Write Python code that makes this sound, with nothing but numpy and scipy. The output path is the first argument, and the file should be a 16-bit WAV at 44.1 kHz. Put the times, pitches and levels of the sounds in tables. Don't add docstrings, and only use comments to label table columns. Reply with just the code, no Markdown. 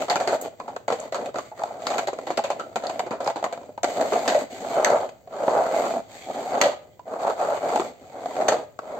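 import sys
import numpy as np
from scipy import signal
from scipy.fft import rfft, irfft, next_fast_len
from scipy.io import wavfile
from scipy.ndimage import uniform_filter1d

SR = 44100
rng = np.random.default_rng(int(sys.argv[2]) if len(sys.argv) > 2 else 0)


def pcm_store(signal):
    levels = np.round(np.clip(np.atleast_2d(signal), -1, 1) * 32767)
    wavfile.write(sys.argv[1], SR, levels.astype(np.int16).T)


N = 396459
TIME = np.arange(N) / SR
FFT_SIZE = next_fast_len(N + SR)
HZ = np.maximum(np.arange(FFT_SIZE // 2 + 1) * SR / FFT_SIZE, 1)
EDGE_LOW_HZ, EDGE_TOP_HZ = 1580, 6700
FLEXES_PER_S = 8
CUTOFF_HZ = 15900

# landing time in seconds, ring level in dB,
# seconds in the air, clang pitch in Hz, clang level in dB relative to the ring level.
WHEELIES = [(4.847, -7.5, 0.55, 2130, -29.5), (6.615, -6.5, 0.87, 1920, -14), (8.485, -9, 0.97, 1330, -12)]
# frequency in Hz, level in dB.
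CLICK_TREBLE = [(2700, 0.5), (4650, 6), (5050, -4.5), (5900, -2.5), (6450, 5.5), (7700, 6), (8400, -3),
                (9100, -35.5), (11200, -42), (11800, -7.5), (15500, -12.5)]
# frequency in Hz, level in dB.
SCRAPE_COLOUR = [(500, 2.0), (1400, 1.5), (2050, 8.0)] + CLICK_TREBLE


def rolling(rumble_db, scrape_db, buzz_db):
    # frequency in Hz, level in dB.
    roll_colour = [(40, -58), (110, -26.5), (200, -19), (270, -13), (335, -13), (450, -6), (580, -1.5),
                   (690, -1), (820, -2.5), (1050, -14), (1300, -10.5), (1700, -24.5), (2600, -38),
                   (6000, -87)]
    rumble, scrape, rear_db = pushes()
    nose = nose_height()
    treads = contacts(per_s=1100, spread_db=1.5, even_s=0.038)
    tyre_lumps = from_db(3.5 * wander(per_s=30))
    shell = through(rumble * tyre_lumps * treads, impulse_response(roll_colour))
    brisk_db, boom_hz, front_hz = -23, 238, 1190
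    slowness = np.minimum(brisk_db - to_db(rumble), 20)
    load = rear_db + 7.5 * nose + 0.36 * slowness
    shell = boost(shell, boom_hz, width_hz=124, db=0.96 * load)
    shell = boost(shell, front_hz, width_hz=1200, db=-0.67 * load)
    hollow_hz = 638 + 95 * nose + 44.7 * wander(FLEXES_PER_S)
    shell = shell + from_db(1) * gliding_resonance(shell, hollow_hz, width_hz=64)
    scrape = scrape * from_db(6 * nose) + from_db(-71.5)
    pressure = np.sqrt(0.22 + 0.5 * np.abs(uniform_filter1d(treads[0] ** 2, size=130)))
    grains = contacts(per_s=3200, spread_db=1.5, even_s=0.063)
    grit = through(scrape * pressure * grains, impulse_response(SCRAPE_COLOUR))
    rasp = grit + from_db(buzz_db) * panel_buzz(grit)
    return from_db(rumble_db) * shell + from_db(scrape_db) * rasp


def pushes(coast_s=0.11, coast_share=0.069):
    # start in seconds, then seconds spent speeding up, holding steady and slowing down,
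    # then rumble, scrape and weight on the rear wheels, all in dB.
    strokes = [(0.0, 0.00069, 0.027, 0.057, -28, -38.5, 8.5), (0.08, 0.1, 0.1, 0.055, -26.5, -48.5, 3),
               (0.31, 0.02, 0.024, 0.018, -22.5, -35.5, 0), (0.392, 0.063, 0.012, 0.026, -27, -45, 9),
               (0.58, 0.033, 0.12, 0.14, -42.5, -63.5, 5.5), (0.88, 0.069, 0.1, 0.054, -34.5, -49.5, 2.5),
               (1.11, 0.11, 0.058, 0.031, -29.5, -50.5, 4.5), (1.33, 0.053, 0.034, 0.12, -45.5, -49.5, 9),
               (1.547, 0.054, 0.023, 0.23, -32.5, -50.5, -6), (1.788, 0.089, 0.15, 0.038, -28.5, -44, 4.5),
               (2.12, 0.092, .04, 0.42, -42.5, -54, 8.5), (2.46, 0.13, 0.078, 0.24, -40.5, -59.5, 4.5),
               (2.75, 0.13, 0.055, 0.19, -32, -50.5, 5.5), (3.199, 0.074, 0.012, 0.048, -26.5, -44, -5),
               (3.38, 0.11, 0.16, 0.12, -43, -61.5, 5.5), (3.834, 0.053, 0.51, 0.062, -24, -39.5, 5),
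               (4.499, 0.013, 0.081, 0.046, -40.5, -50.5, 2.5), (4.598, 0.15, 0.19, 0.15, -21, -41.5, -1),
               (5.292, 0.24, 0.14, 0.16, -20, -42, 0.5), (5.702, 0.07, 0.055, 0.19, -19, -39, 5),
               (6.079, 0.067, 0.032, 0.09, -41, -51.5, -5), (6.198, 0.33, 0.15, 0.08, -22.5, -43.5, 2),
               (7.05, 0.082, 0.031, 0.033, -27, -53, 1.5), (7.18, 0.04, 0.093, 0.049, -24, -43.5, -3.5),
               (7.35, 0.051, .15, 0.047, -25, -43.5, -4), (7.549, 0.14, 0.053, 0.18, -21.5, -43, 3),
               (7.98, 0.18, 0.018, 0.058, -34.5, -61, -5.5), (8.178, 0.23, 0.12, 0.13, -24.5, -45, 4.5),
               (8.8, 0.11, 0.13, 0.13, -29, -54.5, -0.5)]
    rumble, scrape, load_db = np.zeros((3, N))
    keep = np.exp(-1 / (coast_s * SR))
    for start, up_s, steady_s, down_s, rumble_db, scrape_db, rear_db in strokes:
        span = slice(int(start * SR), int((start + 2) * SR))
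        hand = np.interp(TIME[span], start + np.cumsum([0, up_s, steady_s, down_s]), [0, 1, 1, 0])
        lingering = signal.lfilter([1 - keep], [1, -keep], hand)
        speed = np.abs(hand + coast_share * (lingering - hand))
        rumble[span] += from_db(rumble_db) * speed ** 0.94
        scrape[span] += from_db(scrape_db) * speed ** 0.82
        load_db[span] += rear_db * np.sqrt(speed)
    return rumble, scrape, load_db


def nose_height():
    return sum(np.sin(np.pi * np.clip((landing - TIME) / air_s, 0, 1)) ** 2
               for landing, _, air_s, _, _ in WHEELIES)


def panel_buzz(grit, swell_db=6, pitch_share=0.056):
    panel_pitches = [1330, 2086, 2440, 3180]
    out = 0
    for hz in panel_pitches:
        swell = from_db(swell_db * wander(per_s=17))
        bent_hz = hz * (1 + pitch_share * wander(FLEXES_PER_S))
        out = out + swell * gliding_resonance(grit, bent_hz, width_hz=200)
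    return out


def axle_knocks(thud_db, rattle_db):
    # start in seconds, thud level in dB, rattle level in dB,
    # fade time of the chatter in seconds, pitch of the struck spot in Hz.
    main_knocks = [(0.082, -22, -38, 0.049, 790), (0.1, -22.5, -23.5, 0.022, 860),
                   (0.157, -15, -20, 0.0034, 1500), (0.164, -23, -26, 0.008, 1420),
                   (0.2, -20, -31.5, 0.029, 700), (0.275, -20.5, -28, 0.035, 423),
                   (0.6, -27, -39.5, 0.0087, 1020), (0.68, -26, -45, 0.016, 860),
                   (0.763, -22.5, -35, 0.0054, 1420), (0.88, -16, -28.5, 0.0082, 535),
                   (0.902, -17.5, -35, 0.013, 241), (0.923, -18.5, -30.5, 0.012, 467),
                   (1.123, -22.5, -33, 0.013, 563), (1.145, -25.5, -33, 0.027, 1050),
                   (1.259, -27, -35.5, 0.0081, 700), (1.343, -24.5, -43, 0.0092, 630),
                   (1.357, -25, -39.5, 0.019, 290), (1.385, -23, -34.5, 0.0094, 1110),
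                   (1.516, -33, -64, 0.016, 850), (1.618, -22.5, -48, 0.0063, 836),
                   (1.636, -13, -31, 0.0036, 733), (1.71, -28.5, -54, 0.0027, 840),
                   (1.868, -21, -25, 0.011, 1510), (1.903, -22, -33, 0.024, 690),
                   (1.94, -24, -34, 0.0091, 920), (1.982, -21, -24.5, 0.012, 1550),
                   (2.072, -21.5, -28, 0.01, 396), (2.082, -19.5, -39, 0.011, 830),
                   (2.131, -24, -40, 0.0088, 534), (2.187, -21.5, -38, 0.0058, 626),
                   (2.269, -26, -35, 0.021, 317), (2.304, -21, -36, 0.019, 323),
                   (2.375, -16.5, -24, 0.01, 240), (2.39, -14, -40, 0.0066, 670),
                   (2.439, -21.5, -30.5, 0.022, 593), (2.502, -18, -31.5, 0.017, 894),
                   (2.596, -25, -37.5, 0.018, 228), (2.758, -17, -27.5, 0.011, 233),
                   (2.836, -24.5, -40, 0.05, 605), (2.897, -26.5, -34.5, 0.0085, 920),
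                   (2.994, -17.5, -24, 0.0057, 916), (3.002, -15, -40, 0.0034, 740),
                   (3.064, -27, -44, 0.017, 323), (3.108, -23.5, -38, 0.032, 240),
                   (3.204, -25, -40, 0.025, 560), (3.262, -23, -39, 0.0056, 830),
                   (3.276, -17, -28.5, 0.0089, 855), (3.3, -21, -34, 0.0068, 840),
                   (3.359, -25, -38, 0.029, 330), (3.427, -17.5, -37, 0.0043, 690),
                   (3.441, -17.5, -27.5, 0.01, 1020), (3.462, -21, -45, 0.0046, 730),
                   (3.526, -23, -34.5, 0.013, 600), (3.576, -24, -44, 0.0029, 716),
                   (3.777, -25, -44, 0.0068, 850), (3.833, -13.5, -22.5, 0.0035, 756),
                   (3.843, -13, -22.5, 0.0077, 775), (4.011, -15.5, -26, 0.0037, 790),
                   (4.121, -17, -34, 0.015, 417), (4.155, -17, -34, 0.017, 725),
                   (4.278, -22, -21, 0.025, 270), (4.346, -10, -30.5, 0.019, 660),
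                   (4.766, -18.5, -48, 0.017, 726), (4.847, -23.5, -10.5, 0.0047, 1414),
                   (4.858, -29, -23.5, 0.029, 910), (4.902, -16, -33, 0.011, 565),
                   (5.091, -31.5, -39, 0.0052, 410), (5.274, -34.5, -54, 0.0092, 540),
                   (5.48, -8.5, -42, 0.0048, 617), (6.551, -16.5, -38, 0.003, 640),
                   (6.614, -14, -11, 0.0071, 1330), (6.636, -14.5, -25.5, 0.035, 578),
                   (6.994, -33, -51, 0.0056, 890), (7.423, -19.5, -42, 0.0025, 1330),
                   (7.759, -9.5, -24, 0.0031, 820), (7.797, -16, -30, 0.0097, 343),
                   (8.258, -18, -39, 0.0045, 730), (8.411, -20, -34, 0.0088, 720),
                   (8.483, -12, -17.5, 0.013, 534), (8.52, -16.5, -31, 0.019, 515),
                   (8.79, -21.5, -37.5, 0.0041, 1270)]
    # frequency in Hz, level in dB.
    thud_colour = [(40, -43.5), (110, -20.5), (200, -14), (290, -10.5), (420, -5), (560, -2), (700, 0),
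                   (850, -6.5), (1100, -9), (1350, -10), (1750, -22.5), (2600, -27.5), (6000, -68.5)]
    # frequency in Hz, level in dB.
    rattle_colour = [(500, -6), (1400, 8.5), (2000, 4.5)] + CLICK_TREBLE
    starts, thuds, rattles, fades, spot_hz = np.transpose(main_knocks + small_knocks())
    edge_hz = random_pitches(EDGE_LOW_HZ, 3120, count=300)
    bounces = contacts(per_s=1300, spread_db=2.5, even_s=0.0049)
    clicks = contacts(per_s=1100, spread_db=-1.0, even_s=0.007)
    clicks = 0.7 * (clicks + edge_crackle(clicks, sharpness=7, count=12))
    thud = strikes(zip(starts, thuds, fades, spot_hz), thud_colour, bounces,
                   first_hit=3.0, spot_sharpness=6.8, spot_db=10.5, soft_hz=1500, firm_hz=3560)
    rattle = strikes(zip(starts, rattles, fades, edge_hz), rattle_colour, clicks,
                     first_hit=7.2, spot_sharpness=7.6, spot_db=6.5, soft_hz=7000, firm_hz=30200)
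    return from_db(thud_db) * thud + from_db(rattle_db) * rattle


def small_knocks(per_s=24, fade_s=0.0051):
    rumble, scrape, _ = pushes()
    samples = np.flatnonzero(rng.random(N - SR // 10) < per_s / SR)
    spot_hz = random_pitches(387, 1360, count=N)
    return [(TIME[i], to_db(rumble[i]) - 0.5, to_db(scrape[i]) + 4.5, fade_s, spot_hz[i])
            for i in samples]


def strikes(rows, colour, chatter, first_hit, spot_sharpness, spot_db, soft_hz, firm_hz):
    wall_pitches = [566, 712, 820, 973, 1338, 1990, 2420]
    firm_db, db_per_octave = -16.5, 19.5
    out, response = np.zeros((2, N)), impulse_response(colour)
    side_hits = rng.random((300, 2))
    wall_mixes = -11 + 9.5 * rng.standard_normal((300, len(wall_pitches)))
    for (start, db, fade_s, spot_hz), (lag_ms, side), mix in zip(rows, side_hits, wall_mixes):
        span = slice(int(start * SR), int((start + 8 * fade_s + 0.03) * SR))
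        fade = np.exp(-(TIME[span] - start) / fade_s)
        burst = fade * chatter[:, span]
        burst[0, 0] += first_hit
        burst[1, int(lag_ms * SR / 1000)] += first_hit * np.sign(side - 0.5)
        top_hz = np.clip(firm_hz * 2 ** ((db - firm_db) / db_per_octave), soft_hz, CUTOFF_HZ)
        burst = signal.lfilter(*signal.butter(2, top_hz, fs=SR), through(burst, response))
        walls = sum(from_db(wall_db) * resonance(burst, hz, width_hz=70)
                    for hz, wall_db in zip(wall_pitches, mix))
        burst = boost(burst + walls, spot_hz, spot_hz / spot_sharpness, spot_db)
        scale = np.sqrt(np.sum(fade ** 2) / np.sum(burst ** 2, axis=1, keepdims=True))
        out[:, span] += from_db(db) * burst * scale
    return out


def edge_crackle(clicks, sharpness, count):
    edge_hit = rng.integers(0, count, N)
    rings = sum(resonance(clicks * (edge_hit == edge) + 1e-18, hz, hz / sharpness) / np.sqrt(hz)
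                for edge, hz in enumerate(np.geomspace(EDGE_LOW_HZ, EDGE_TOP_HZ, count)))
    return rings / rings.std()


def landings(clang_s=0.15):
    # pitch in Hz, level in dB, seconds to fade by 60 dB.
    landing_rings = [(510, -20, 0.41), (604, -13.5, 0.42), (734, -26.5, 0.44), (962, -23, 0.28),
                     (1234, -24.5, 0.37), (3100, -34, 0.075), (4160, -32, 0.13), (4430, -30, 0.24),
                     (6300, -7.5, 0.028)]
    out = np.zeros((2, N))
    for landing, db, _, clang_hz, clang_db in WHEELIES:
        hz, ring_db, ring_s = np.transpose(landing_rings + [(clang_hz, clang_db, clang_s)])[:, :, None]
        first = int(landing * SR)
        t = TIME[:min(SR, N - first)]
        rings = from_db(db + ring_db) * np.exp(-np.log(1000) * t / ring_s) * np.sin(2 * np.pi * hz * t)
        signs = rng.choice([-1, 1], (2, len(hz)))
        out[:, first:first + len(t)] += signs @ rings
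    return out


def snaps(fade_s=0.0025, width_hz=1350):
    # start in seconds, level in dB, pitch of the edge in Hz.
    edge_snaps = [(0.099, -4.5, 4430), (0.113, -15, 4060), (0.275, -10, 4450), (1.001, -18, 7200),
                  (1.869, -9.5, 4560), (2.373, -9.5, 4700), (2.868, -12, 4160), (3.245, -21, 5570),
                  (3.274, -16.5, 4560), (3.832, -11, 6300), (4.278, -7, 5200)]
    out = np.zeros((2, N))
    for start, db, hz in edge_snaps:
        span = slice(int(start * SR), int((start + 10 * fade_s) * SR))
        crack = np.exp(-(TIME[span] - start) / fade_s) * rng.standard_normal((2, N))[:, span]
        edge = resonance(resonance(crack, hz, width_hz), hz, width_hz)
        trim = resonance(resonance(crack, EDGE_TOP_HZ, width_hz), EDGE_TOP_HZ, width_hz)
        out[:, span] += from_db(db) * (edge + from_db(-9.5) * trim)
    return out


def finger_slip(start_s, gain_db, fade_s, low_hz):
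    fade = (TIME > start_s) * np.exp(-np.abs(TIME - start_s) / fade_s)
    hiss = through(fade * rng.standard_normal((2, N)), impulse_response(SCRAPE_COLOUR))
    return from_db(gain_db) * signal.sosfilt(signal.butter(4, low_hz, "high", fs=SR, output="sos"), hiss)


def left_and_right(mid_side):
    # frequency in Hz, level of side relative to mid in dB.
    stereo_width = [(60, 0), (160, -12), (450, -15.5), (740, -15.5), (1220, -2), (2000, 0.5), (6000, -0.5)]
    width = gain_curve(stereo_width, HZ)
    mid, side = filtered(mid_side, np.array([np.ones_like(width), width]) / np.sqrt(1 + width ** 2))
    return np.array([mid + side, mid - side])


def room_echo(x, low_db, high_db, gap_s):
    # frequency in Hz, seconds the echo takes to fade by 60 dB.
    echo_times = [(100, 0.34), (2000, 0.38), (7000, 0.18), (15000, 0.1)]
    t = TIME[:int(0.7 * SR)]
    band_edges = np.geomspace(50, 18000, 9)
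    tail = 0
    for low, high in zip(band_edges, band_edges[1:]):
        centre = np.sqrt(low * high)
        echo_s = np.interp(centre, *np.transpose(echo_times))
        fade = np.exp(-np.log(1000) * t / echo_s) * np.clip(t / gap_s - 1, 0, 1)
        band_filter = signal.butter(2, [low, high], "band", fs=SR, output="sos")
        band = signal.sosfilt(band_filter, rng.standard_normal((2, len(t))))
        gain = from_db(np.interp(centre, [700, 2500], [low_db, high_db]))
        tail = tail + gain * band * fade / np.sqrt(np.sum(fade ** 2))
    return filtered(x, rfft(tail, FFT_SIZE))


def still_air():
    # frequency in Hz, level in dB.
    air_colour = [(25, -22), (60, -7), (110, 3.5), (250, -8.5), (600, -2.5), (1100, -31), (2500, -57.5),
                  (7500, -24.5), (9500, -53.5), (15000, -26)]
    hush = from_db(-57) * through(rng.standard_normal((3, N)), impulse_response(air_colour))
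    return 0.83 * hush[0] + 0.72 * hush[1:]


def contacts(per_s, spread_db, even_s):
    sizes = from_db(spread_db * np.minimum(rng.exponential(1, (2, N)), 4))
    signs = rng.choice([-1, 1], (2, N))
    clicks = sizes * signs * (rng.random((2, N)) < per_s / SR)
    power = uniform_filter1d(clicks ** 2, max(int(even_s * SR), 2))
    return clicks / np.sqrt(np.maximum(power, 1e-4))


def wander(per_s):
    points = rng.standard_normal(2000)
    return np.interp(TIME * per_s, np.arange(len(points)), points)


def random_pitches(low_hz, high_hz, count):
    return low_hz * (high_hz / low_hz) ** rng.random(count)


def resonance(x, hz, width_hz):
    return signal.lfilter(*signal.iirpeak(hz, hz / width_hz, fs=SR), x)


def boost(x, hz, width_hz, db):
    return x + (from_db(db) - 1) * resonance(x, hz, width_hz)


def gliding_resonance(x, hz, width_hz):
    turn = np.exp(2j * np.pi * np.cumsum(hz) / SR)
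    keep = np.exp(-np.pi * width_hz / SR)
    return 2 * np.real(turn * signal.lfilter([1 - keep], [1, -keep], x * turn.conj() + 1e-18))


def impulse_response(colour, size=8192):
    gain = gain_curve(colour, np.maximum(np.arange(size // 2 + 1) * SR / size, 1))
    cepstrum = irfft(np.log(gain / np.sqrt(np.mean(gain ** 2))))
    cepstrum[1:size // 2] *= 2
    cepstrum[size // 2 + 1:] = 0
    return irfft(np.exp(rfft(cepstrum)))[None, :SR // 40]


def through(x, response):
    return signal.oaconvolve(x, response, axes=1)[:, :x.shape[1]]


def filtered(x, response):
    return irfft(rfft(x, FFT_SIZE) * response, FFT_SIZE)[..., :N]


def gain_curve(points, at_hz):
    hz, db = np.transpose(points)
    return from_db(np.interp(np.log(at_hz), np.log(hz), db))


def from_db(db):
    return 10 ** (np.asarray(db) / 20)


def to_db(gain):
    return 20 * np.log10(gain + 1e-6)


def scene():
    car = rolling(rumble_db=-4.5, scrape_db=-1.63, buzz_db=-2.5)
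    car = car + axle_knocks(thud_db=0.2, rattle_db=-0.5) + landings() + snaps()
    car = car + finger_slip(start_s=0.413, gain_db=-20.5, fade_s=0.01, low_hz=8500)
    air = still_air()
    return left_and_right(car) + room_echo(car[0], low_db=-13.5, high_db=-8.5, gap_s=0.00071) + air


def record(dry):
    ceiling = 0.85
    rounded = dry / (1 + (dry / ceiling) ** 4) ** 0.25
    return filtered(rounded, 1 / np.sqrt(1 + (HZ / CUTOFF_HZ) ** 160))


dry = scene()
out = record(dry)
pcm_store(out)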